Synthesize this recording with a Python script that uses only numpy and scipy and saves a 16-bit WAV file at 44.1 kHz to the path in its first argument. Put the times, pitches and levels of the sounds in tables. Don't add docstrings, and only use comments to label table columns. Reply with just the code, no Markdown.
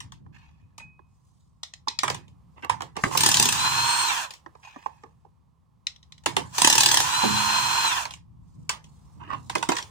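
import sys
import numpy as np
from scipy import signal
from scipy.fft import rfft, irfft, next_fast_len
from scipy.io import wavfile
from scipy.ndimage import uniform_filter1d, map_coordinates

SR = 44100
rng = np.random.default_rng(int(sys.argv[2]) if len(sys.argv) > 2 else 0)


def unload_audio(sound):
    columns = np.transpose(np.atleast_2d(sound))
    steps = np.round(np.clip(columns, -1, 1) * 32767)
    wavfile.write(sys.argv[1], SR, steps.astype(np.int16))


N = 436590
TIME = np.arange(N) / SR


def amp(db):
    return 10 ** (np.asarray(db) / 20)


def unit(x):
    return x / np.sqrt(np.mean(x ** 2) + 1e-20)


def along(points, hz):
    f, v = np.transpose(points)
    return np.interp(np.log(hz + 1), np.log(f + 1), v)


def wobble(rate):
    return map_coordinates(rng.standard_normal(int(N * rate / SR) + 4), [TIME * rate])


def fade(t, t60):
    return np.exp(-np.log(1000) * t / t60)


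def filtered(x, response):
    m = next_fast_len(N + SR // 2)
    return irfft(rfft(x, m) * response(np.fft.rfftfreq(m, 1 / SR)), m)[..., :N]


def coloured(x, spectrum, size=4096):
    cepstrum = irfft(np.log(amp(along(spectrum, np.fft.rfftfreq(size, 1 / SR)))))
    cepstrum[1:size // 2] *= 2
    cepstrum[size // 2 + 1:] = 0
    kernel = irfft(np.exp(rfft(cepstrum)))
    return signal.fftconvolve(x, kernel / np.linalg.norm(kernel))[:N]


def shaped(x, spectrum):
    return unit(filtered(x, lambda hz: amp(along(spectrum, hz))))


def noise(spectrum):
    return shaped(rng.standard_normal(N), spectrum)


def add(track, s, sound):
    start = max(0, round(s * SR))
    track[start:start + len(sound)] += sound[:N - start]


def burst(rise, t60, tail_db, tail_t60):
    t = TIME[:SR // 3]
    onset = 1 - np.exp(-(t / rise) ** 2)
    decay = fade(t, t60) + amp(tail_db) * fade(t, tail_t60)
    return rng.standard_normal(len(t)) * onset * decay


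def strokes(rows, attack, release):
    gain = 0
    for s, length, db in rows:
        swell = np.clip((TIME - s) / attack, 0, 1)
        gain = gain + amp(db) * swell * fade(np.clip(TIME - s - length, 0, 2 * release), release)
    return gain


def rumble(spectrum):
    mid = noise(spectrum)
    side_db = [(40, -1.0), (80, -3.5), (150, -3.5), (300, 6.5)]
    side = filtered(noise(spectrum), lambda hz: amp(along(side_db, hz)))
    return np.array([mid + side, mid - side])


# t/s, outdoor air level/dB, rumble level/dB
BACKGROUND_LEVELS = [(0, -76, -55.5), (1.2, -74, -61.5), (1.548, -75.5, -63), (2.4, -68, -55.5),
                     (4.5, -67, -64), (5.2, -72.5, -60.5), (5.7, -75, -64.5), (6.1, -70, -59.5),
                     (8.4, -72, -53), (9.9, -58, -54)]
# f/Hz, density level/dB per Hz
AIR_COLOUR = [(150, -16.5), (300, -14), (480, -8.5), (620, -13), (850, -5), (1050, -0.5), (1500, -20.5),
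              (3000, -23), (9000, -29), (16000, -36)]
# f/Hz, density level/dB per Hz
DEEP_COLOUR = [(12, -60.5), (20, -29), (32, -24), (47, -9.5), (70, -1), (166, -5.5), (189, -10.5),
               (400, -37), (520, -70.5), (880, -120)]


def background(floor_db=0, air_db=0, uneven_db=1.0):
    s, *levels = np.transpose(BACKGROUND_LEVELS)
    air_gain, floor_gain = (amp(np.interp(TIME, s, db)) for db in levels)
    shared, apart = noise(AIR_COLOUR), np.array([noise(AIR_COLOUR), noise(AIR_COLOUR)])
    air = unit(shared + apart) * amp(air_db + 1.0 * wobble(3.3))
    deep = amp(floor_db + uneven_db * wobble(16)) * rumble(DEEP_COLOUR)
    return floor_gain * deep + air_gain * air


# t/s, length/s, level/dB
SHOVES = [(0, 0.32, -53), (.59, 0.03, -58), (.8, 0.021, -50.5), (2.04, .1, -43.5), (2.69, 0.11, -43),
          (3.02, .62, -40), (3.37, .07, -41), (3.7, .18, -46), (6.28, 0.17, -42.5), (6.61, 0.39, -44),
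          (7.03, .75, -49), (7.25, 0.11, -41), (8.54, 0.06, -45), (9.14, 0.37, -48.5)]
# f/Hz, density level/dB per Hz
SHOVE_COLOUR = [(15, -50), (25, -34), (38, -30.5), (60, -13.5), (100, 1), (140, 3.5), (200, -9.5),
                (260, -14.5), (400, -30), (700, -41), (1500, -81)]


def shoves(shove_db=0, uneven_db=2.5):
    gain = amp(shove_db + uneven_db * wobble(15)) * strokes(SHOVES, attack=.035, release=0.55)
    return gain * rumble(SHOVE_COLOUR)


def from_left(x, lag=0.0011746):
    return filtered(x, lambda f: np.exp(1j * np.pi * f * lag * np.array([[1], [-1]])))


# f/Hz, t60/s
ECHO_T60 = [(150, 0.092), (800, 0.27), (2100, 0.18), (5500, 0.2), (14000, 0.04)]


def place(x, near_db, echo_db, near_t60=.02, size=2048):
    wet, t = np.zeros((2, N)), TIME[:SR // 4]
    hz, frames, _ = signal.stft(t, SR, nperseg=256)
    for start in range(0, N, size):
        z = signal.stft(rng.standard_normal((2, len(t))), nperseg=256)[2]
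        decay = fade(frames, along(ECHO_T60, hz)[:, None])
        tail = signal.istft(z * decay, nperseg=256)[1][:, :len(t)]
        near = rng.standard_normal((2, len(t))) * fade(t, near_t60)
        paths = amp(near_db) * near / np.linalg.norm(near[0]) + amp(echo_db) * tail / np.linalg.norm(tail[0])
        for track, path in zip(wet, paths):
            add(track, start / SR, signal.fftconvolve(x[start:start + size], path))
    return (from_left(x) + wet) / np.sqrt(1 + amp(near_db) ** 2)


# t/s, length/s, level/dB
SLIDES = [(.32, 0.045, -58), (4.62, 0.051, -50.5), (4.77, 0.06, -68)]
# t/s, length/s, level/dB
SCRAPES = [(2.56, 0.043, -47), (2.625, 0.021, -30), (2.95, 0.047, -40), (3.1, 0.049, -35),
           (9.195, 0.18, -44.5), (9.295, 0.054, -34)]
# t/s, length/s, level/dB
RUSTLES = [(1.05, 0.12, -78.5), (1.2, 0.22, -77.5), (1.95, 0.12, -74.5), (2.5, 0.27, -76),
           (2.97, 0.15, -46), (4.53, 0.14, -71.5), (4.77, 0.056, -68), (6.25, .27, -60.5), (8.4, 0.41, -78),
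           (8.8, .35, -73), (9.27, 0.36, -63.5), (9.66, 0.19, -63)]
# f/Hz, density level/dB per Hz
SLIDE_COLOUR = [(350, -61), (600, -27), (886, 0), (1460, -18), (1730, -4.5), (2050, -16), (2550, -8.5),
                (2880, -13.5), (4640, -22), (5110, -21.5), (5560, -26), (6360, -21.5), (11000, -46.5),
                (14300, -76), (22000, -120)]
# f/Hz, density level/dB per Hz
SCRAPE_COLOUR = [(180, -37), (300, -3.5), (366, -14), (434, -18.5), (588, -21), (1110, -3), (1400, -19),
                 (2030, -19), (2340, -32), (2710, -13.5), (3350, -33.5), (7000, -49.5), (9100, -69),
                 (15400, -120)]
# f/Hz, density level/dB per Hz
CLOTH_COLOUR = [(1760, -47.5), (3000, -12), (4140, -6), (7830, -3.5), (11700, -18), (13300, -31.5),
                (14900, -15.5), (16000, -21)]


def handling(slide_db=3, sing_db=-4, scrape_db=0, cloth_db=0, grain_db=3.5, fold_db=2.5):
    def grains():
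        return unit(amp(grain_db * wobble(220)))

    singing = noise([(2200, -41.5), (2460, -14.5), (2503, 3.5), (2550, -10.5), (2850, -43.0)])
    sliding = amp(slide_db) * noise(SLIDE_COLOUR) * grains() + amp(sing_db) * singing
    slide = strokes(SLIDES, attack=0.027, release=0.74) * sliding
    grinding = noise(SCRAPE_COLOUR) * grains()
    scrape = amp(scrape_db) * strokes(SCRAPES, attack=0.011, release=0.069) * grinding
    rustling = noise(CLOTH_COLOUR) * unit(amp(fold_db * wobble(130)))
    cloth = amp(cloth_db) * strokes(RUSTLES, attack=.08, release=0.94) * rustling
    return slide + scrape + cloth


# t/s, level/dB, thud above the tap level/dB
TAPS = [(0.262, -45, -10), (0.992, -43, -4), (1.873, -13.5, -16), (2.646, -15.5, -21.5), (2.839, -33, -16),
        (2.955, -25.5, -20.5), (3.15, -6, -20), (4.461, -26.5, -8), (4.551, -28.5, -32), (4.76, -24.5, -8),
        (4.86, -14, -21.5), (5.035, -23, -6.5), (5.249, -44, 1), (7.236, -12.5, -11), (9.301, -18.5, -23),
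        (9.333, -21.5, -20)]
# f/Hz, density level/dB per Hz
TAP_COLOUR = [(240, -36), (420, -10), (640, -10.5), (850, 2), (1030, 5), (1400, -15), (1720, -8),
              (2100, -19), (3000, -28.5), (6800, -34), (11000, -57)]
# f/Hz, density level/dB per Hz
THUD_COLOUR = [(50, -44.5), (120, -11), (200, -8), (330, 1.5), (480, -4), (800, -16.5), (2000, -57)]


def taps(tap_db=-3, thud_db=-7):
    contacts, thuds = np.zeros((2, N))
    for s, db, thud in TAPS:
        add(contacts, s, amp(db) * burst(rise=0.00065, t60=0.017, tail_db=-25.0, tail_t60=0.083))
        add(thuds, s, amp(db + thud) * burst(rise=0.0018, t60=0.06, tail_db=-18.0, tail_t60=.15))
    return amp(tap_db) * coloured(contacts, TAP_COLOUR) + amp(thud_db) * coloured(thuds, THUD_COLOUR)


# t/s, level/dB
LANDINGS = [(1.6321, -15.5), (1.737, -26.5), (1.8833, -11), (1.9893, -7.5), (5.8691, -15.5), (5.9611, -41),
            (6.0289, -42), (6.1224, -33), (6.1799, -41)]
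# f/Hz, density level/dB per Hz
NUT_COLOUR = [(350, -47.5), (600, -23), (1080, -12), (1640, -21.5), (1930, -4.5), (2680, -11), (4050, 1.5),
              (4400, -10.5), (5120, -3), (8620, -17.5), (13200, -45.5), (14900, -28.5), (16000, -45.5)]


def tossed_nuts(nut_db=0):
    clicks = np.zeros(N)
    for s, db in LANDINGS:
        add(clicks, s, amp(db) * burst(rise=0.000097, t60=0.007, tail_db=-24, tail_t60=0.17))
    return amp(nut_db) * coloured(clicks, NUT_COLOUR)


# t/s, click level/dB, clank and thud above the click level/dB
KNOCKS = [(0.0034, -23.5, -10, -43), (0.1206, -32, -9, -45), (0.7801, -26.5, -12.5, -48),
          (0.8011, -51, 14.5, -22), (2.0326, -10, -2.5, -12.5), (2.0791, -16.5, 0.5, -30),
          (2.0998, -12.5, -7.5, -14), (2.1449, -20.5, -11, -16), (2.2799, -44.5, -16, -12),
          (2.6234, -41, 5, -31), (2.696, -13, -1.5, -21), (2.806, -30, 2.5, -7.5), (2.819, -23, -2, -9.5),
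          (2.966, -21.5, 0, -5), (3.0365, -11, 1, -4), (6.2367, -41, -10, -23), (6.2599, -6, -7.5, -16.5),
          (6.3657, -8, -3.5, -10), (8.0526, -20.5, -4, -35), (8.693, -7, -8.5, -32.5),
          (8.8416, -37.5, -34, -21.5), (9.4969, -16.5, -5.5, -18), (9.5526, -11.5, -4.5, -6.5),
          (9.5816, -21, -25, -36), (9.6267, -13, -8, -22), (9.6891, -7, -4, -7), (9.7184, -11, -5, -42),
          (9.7529, -21.5, -9, -40), (9.7666, -12, -8.5, -46), (9.784, -15.5, -6, -38),
          (9.825, -23.5, -29, -22)]
# f/Hz, density level/dB per Hz
CLICK_COLOUR = [(900, -42.5), (1800, -7), (3000, 2.5), (4500, -2.5), (7500, -4), (10000, -11), (13000, -32),
                (15200, -15), (16500, -34)]
# f/Hz, density level/dB per Hz
CLANK_COLOUR = [(400, -21.5), (700, -13.5), (950, 0.5), (1150, -7), (1400, -15.5), (1800, -9.5),
                (2600, -20), (5000, -58)]


def knocks(click_db=-2, clank_db=1, thud_db=0):
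    clicks, clanks, thuds = np.zeros((3, N))
    for s, db, clank, thud in KNOCKS + stop_clicks():
        add(clicks, s, amp(db) * burst(rise=.0004, t60=0.0071, tail_db=-18.5, tail_t60=0.16))
        add(clanks, s, amp(db + clank) * burst(rise=0.00079, t60=0.026, tail_db=-19, tail_t60=0.26))
        add(thuds, s, amp(db + thud) * burst(rise=0.00081, t60=0.0093, tail_db=-8.5, tail_t60=0.18))
    click, clank = coloured(clicks, CLICK_COLOUR), coloured(clanks, CLANK_COLOUR)
    return amp(click_db) * click + amp(clank_db) * clank + amp(thud_db) * coloured(thuds, THUD_COLOUR)


def ringing(hits, modes, rise):
    track, t = np.zeros(N), TIME[:SR]
    for s, db in hits:
        ring = 0
        for hz, level, t60 in modes:
            ring = ring + amp(level) * fade(t, t60) * np.sin(2 * np.pi * (hz * t + rng.random()))
        add(track, s, amp(db) * ring * (1 - np.exp(-t / rise)))
    return track


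# t/s, level/dB
RING_HITS = [(.799, -28), (1.884, -37.5), (2.1, -39)]
# f/Hz, level/dB, t60/s
SOCKET_MODES = [(2040, -18, .08), (2503, -10, .16), (2520, -13.5, 0.45), (6590, -30.5, 0.16)]


def socket_rings():
    return ringing(RING_HITS, SOCKET_MODES, rise=0.00042)


# t/s, level/dB
BUMPS = [(3.397, -31.5), (3.455, -32.5), (7.234, -21.5)]
# f/Hz, level/dB, t60/s
TYRE_MODES = [(116, -14.5, 0.85), (210, -2.5, 1), (234, 3.5, 0.18), (271.4, -5, 0.13), (312, -7, 0.57),
              (375, 1.5, 0.13), (415, -4.5, 0.31), (443, -1, 0.23), (564.4, -3.5, 0.082), (760, -2.5, 0.13)]


def wheel_bumps():
    return ringing(BUMPS, TYRE_MODES, rise=.003)


# t/s, f/Hz
MESH_PITCH = [
    [(3.09, 1694), (3.18, 3290), (3.5, 3417), (3.6, 4010), (3.75, 4146), (3.894, 4239), (4.03, 4250),
     (4.076, 4128), (4.41, 502.1)],
    [(6.49, 1200), (6.6, 3275), (7.02, 3391), (7.104, 3872), (7.164, 4038), (7.335, 4124), (7.37, 4043),
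     (7.405, 4158), (7.842, 4142), (7.888, 3986), (8.19, 572.3)],
]


def speed():
    return sum(np.interp(TIME, *np.transpose(run), left=0, right=0) for run in MESH_PITCH)


def coasting():
    return np.clip(-np.gradient(uniform_filter1d(speed(), size=1500), TIME) / 8000, 0, 1)


# first blow t/s, last blow t/s, base level/dB, delay while the hammer gets up to speed/s,
# delay as the nut gives way/s, first and last blow above the base level/dB, final clicks t/s
RUNS = [(3.174, 3.5245, -3.5, .007, .0217, 1, -3, 4.3066), (6.5819, 7.0025, -2, .0116, .0096, -5, 0, 8.107)]


def load(unload_s=0.048):
    total = 0
    for pitch_points, (_, last, *_) in zip(MESH_PITCH, RUNS):
        pulled = TIME > pitch_points[0][0]
        total = total + pulled * np.exp(-np.clip(TIME - last, 0, 2) / unload_s)
    return total


def stop_clicks(first_db=-23, loss_db=3.5, gap_s=.03, clank_db=-16, thud_db=-37):
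    return [(stop + k * gap_s, first_db - k * loss_db, clank_db, thud_db) for *_, stop in RUNS for k in range(2)]


def mesh_phase(flutter):
    return np.cumsum(speed() * (1 + flutter * wobble(120))) / SR


def gear_noise(teeth, repeat, apart, order=36):
    pattern = rng.standard_normal(order * 10)
    regular = map_coordinates(pattern, [teeth / order % 1 * len(pattern)], mode="grid-wrap")
    loose = unit(rng.standard_normal(N) + apart * rng.standard_normal((2, N)))
    share = np.clip(repeat, 0, 1)
    return np.sqrt(share) * regular + np.sqrt(1 - share) * loose


# mesh pitch f/Hz, whirr level/dB, rattle level/dB
GEAR_LEVEL = [(500, -78.5, -77.5), (1850, -49.5, -59.5), (2380, -33.5, -38.5), (3630, -26.5, -34),
              (4273, -25, -32.5)]
# f/Hz, level/dB to the whirr
HOUSING = [(2000, -35), (3000, -9), (3400, -12), (3750, -13.5), (4000, 1), (4140, -4.5), (4200, -1),
           (4300, -7), (5000, -29.5), (7750, -16.5), (8030, 0), (8200, -22), (8340, -20.5), (8480, -4)]
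# multiple of the mesh pitch, level/dB to the whirr under power, the same while coasting
GEAR_TONES = [(.238, -25.5, -26), (.278, -17, -13.5), (.35, -18.5, -16), (.603, -22.5, -9),
              (.72, -22.5, -14.5), (1, -32, -13), (1.222, -19.5, -29), (1.54, -22.5, -14)]
# f/Hz, density level/dB per Hz
WHIRR_COLOUR = [(280, -28.5), (340, -21.5), (420, -28), (600, -25.5), (830, -9), (980, 0.5), (1180, -9.5),
                (1470, -8.5), (1750, -14), (2120, -18), (2500, -11.5), (3350, -14.5), (3700, -17),
                (4100, -14.5), (5200, -32.5), (8800, -100)]
# f/Hz, density level/dB per Hz
RATTLE_COLOUR = [(2150, -34), (3000, -7.5), (3750, -23.5), (4140, -20.5), (4290, -23), (4410, -13.5),
                 (4660, -12), (6390, -7.5), (8110, -11), (13200, -28), (14900, -16), (16000, -37)]


def motor(whirr_db=0, rattle_db=2, mesh_db=-3, loaded_db=-7, waver_db=1.0, surge_db=1.35, chatter_db=0.3,
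          blur=.6, lean_db=2.0):
    teeth, pitch, coast = mesh_phase(flutter=.0025), speed(), coasting()
    pitches, *levels = np.transpose(GEAR_LEVEL)
    whirr, rattle = (amp(np.interp(pitch, pitches, db)) * (pitch > 0) for db in levels)
    whirr = whirr * amp(loaded_db * load() + surge_db * wobble(40))

    def tone(k, slack):
        sine = np.sin(2 * np.pi * k * teeth + slack * wobble(130))
        return np.sqrt(2) * sine * unit(amp(waver_db * wobble(60)))

    def housed(k, slack):
        return amp(along(HOUSING, k * pitch)) * whirr * tone(k, slack)

    body = amp(whirr_db) * whirr * shaped(gear_noise(teeth, repeat=.3, apart=0.97), WHIRR_COLOUR)
    fizz = amp(rattle_db) * rattle * shaped(gear_noise(teeth, repeat=0.028, apart=3.4), RATTLE_COLOUR)
    left_lean = amp([[lean_db], [-lean_db]])
    whine = amp(mesh_db) * (housed(1, slack=.12) * left_lean + housed(2, slack=.25))
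    lesser = 0
    for k, driven, free in GEAR_TONES:
        lesser = lesser + whirr * amp(driven + (free - driven) * coast) * tone(k, blur)
    return (body + fizz) * unit(amp(chatter_db * wobble(350))) + whine + lesser


PERIOD_S, SCATTER_DB = .0266, 1.84
SETTLE_BLOWS, GIVE_BLOWS = 0.55, 1.7
BITE_DB, BITE_BLOW, BITE_WIDTH = 3, 2.8, 2


def blows():
    hits = []
    for first, last, db, start_delay, end_delay, first_db, last_db, _ in RUNS:
        steady = last - first - start_delay - end_delay
        k = np.arange(round(steady / PERIOD_S) + 1)
        starting, giving = np.exp(-k / SETTLE_BLOWS), np.exp((k - k[-1]) / GIVE_BLOWS)
        times = first + steady * k / k[-1] + start_delay * (1 - starting) + end_delay * giving
        bite_db = BITE_DB * np.exp(-((k - BITE_BLOW) / BITE_WIDTH) ** 2)
        scatter = SCATTER_DB * rng.standard_normal(len(k))
        hits += zip(times, db + bite_db + first_db * starting + last_db * giving + scatter)
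    return hits


# f/Hz, density level/dB per Hz
BLOW_COLOUR = [(53, -36), (90, -24), (323, -8.5), (488, -17), (721, -14.5), (896, -2), (1380, -16),
               (1750, -7.5), (2380, -13), (2650, -7.5), (6580, -8.5), (9110, -11), (13500, -26.5),
               (15000, -11), (16000, -35.5)]
# f/Hz, level/dB
STEEL_MODES = [(1717, -45.5), (1750, -57.5), (2842, -48), (3623, -48.5), (4000, -42), (4527, -54.5),
               (4980, -59), (5200, -54), (5405, -56.5), (5550, -48.5), (6158, -42), (6465, -45.5),
               (7127, -43.5), (7623, -53), (7903, -46), (8177, -72), (8317, -50.5), (8446, -43.5),
               (8963, -52.5), (9372, -49), (11170, -50.5), (11283, -55)]


def hammer(crack_db=-2, contact=.0017, shiver_db=-26, shiver_t60=0.39, ring_db=-31, ring_t60=.2, scatter_db=3):
    cracks, rings, t = np.zeros(N), np.zeros(N), TIME[:SR // 4]
    hz, level = np.transpose(STEEL_MODES)
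    hits = blows()
    usual_db = np.mean([db for _, db in hits])
    for s, db in hits:
        crack = amp(db + crack_db) * t / contact * np.exp(-t / contact)
        shiver = amp((db + usual_db) / 2 + shiver_db) * fade(t, shiver_t60)
        add(cracks, s - contact / 2, (crack + shiver) * rng.standard_normal(len(t)))
        sizes = amp(level - level.max() + scatter_db * rng.standard_normal(len(hz)))
        modes = np.sin(2 * np.pi * (np.outer(hz, t) + rng.random((len(hz), 1))))
        add(rings, s, amp(db) * (sizes @ modes) * fade(t, ring_t60))
    return coloured(cracks, BLOW_COLOUR) + amp(ring_db) * rings


def scene():
    contacts = knocks() + tossed_nuts() + taps() + handling()
    handwork = place(contacts, near_db=8.0, echo_db=-6.0, near_t60=0.021)
    direct = from_left(motor() + socket_rings() + wheel_bumps())
    hammering = place(hammer(), near_db=1.0, echo_db=-3, near_t60=0.0072)
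    return background() + shoves() + handwork + direct + hammering


# f/Hz, level/dB
MICROPHONE_LEAN = [(50, 6), (130, -0.5), (250, -4.5), (450, -5), (650, -5.5), (850, -13.5), (1030, -19),
                   (1300, -7), (1700, 0), (2200, -3), (3800, 2.5), (7500, -0.5), (9500, -8.5), (13000, -20)]
TOP_HZ = 15900


def record(dry):
    def ports(hz):
        lean = amp(along(MICROPHONE_LEAN, hz) * np.array([[.5], [-.5]]))
        return lean / np.sqrt(np.mean(lean ** 2, axis=0))
    return filtered(np.clip(filtered(dry, ports), -1, 1), lambda hz: hz < TOP_HZ)


dry = scene()
out = record(dry)
unload_audio(out)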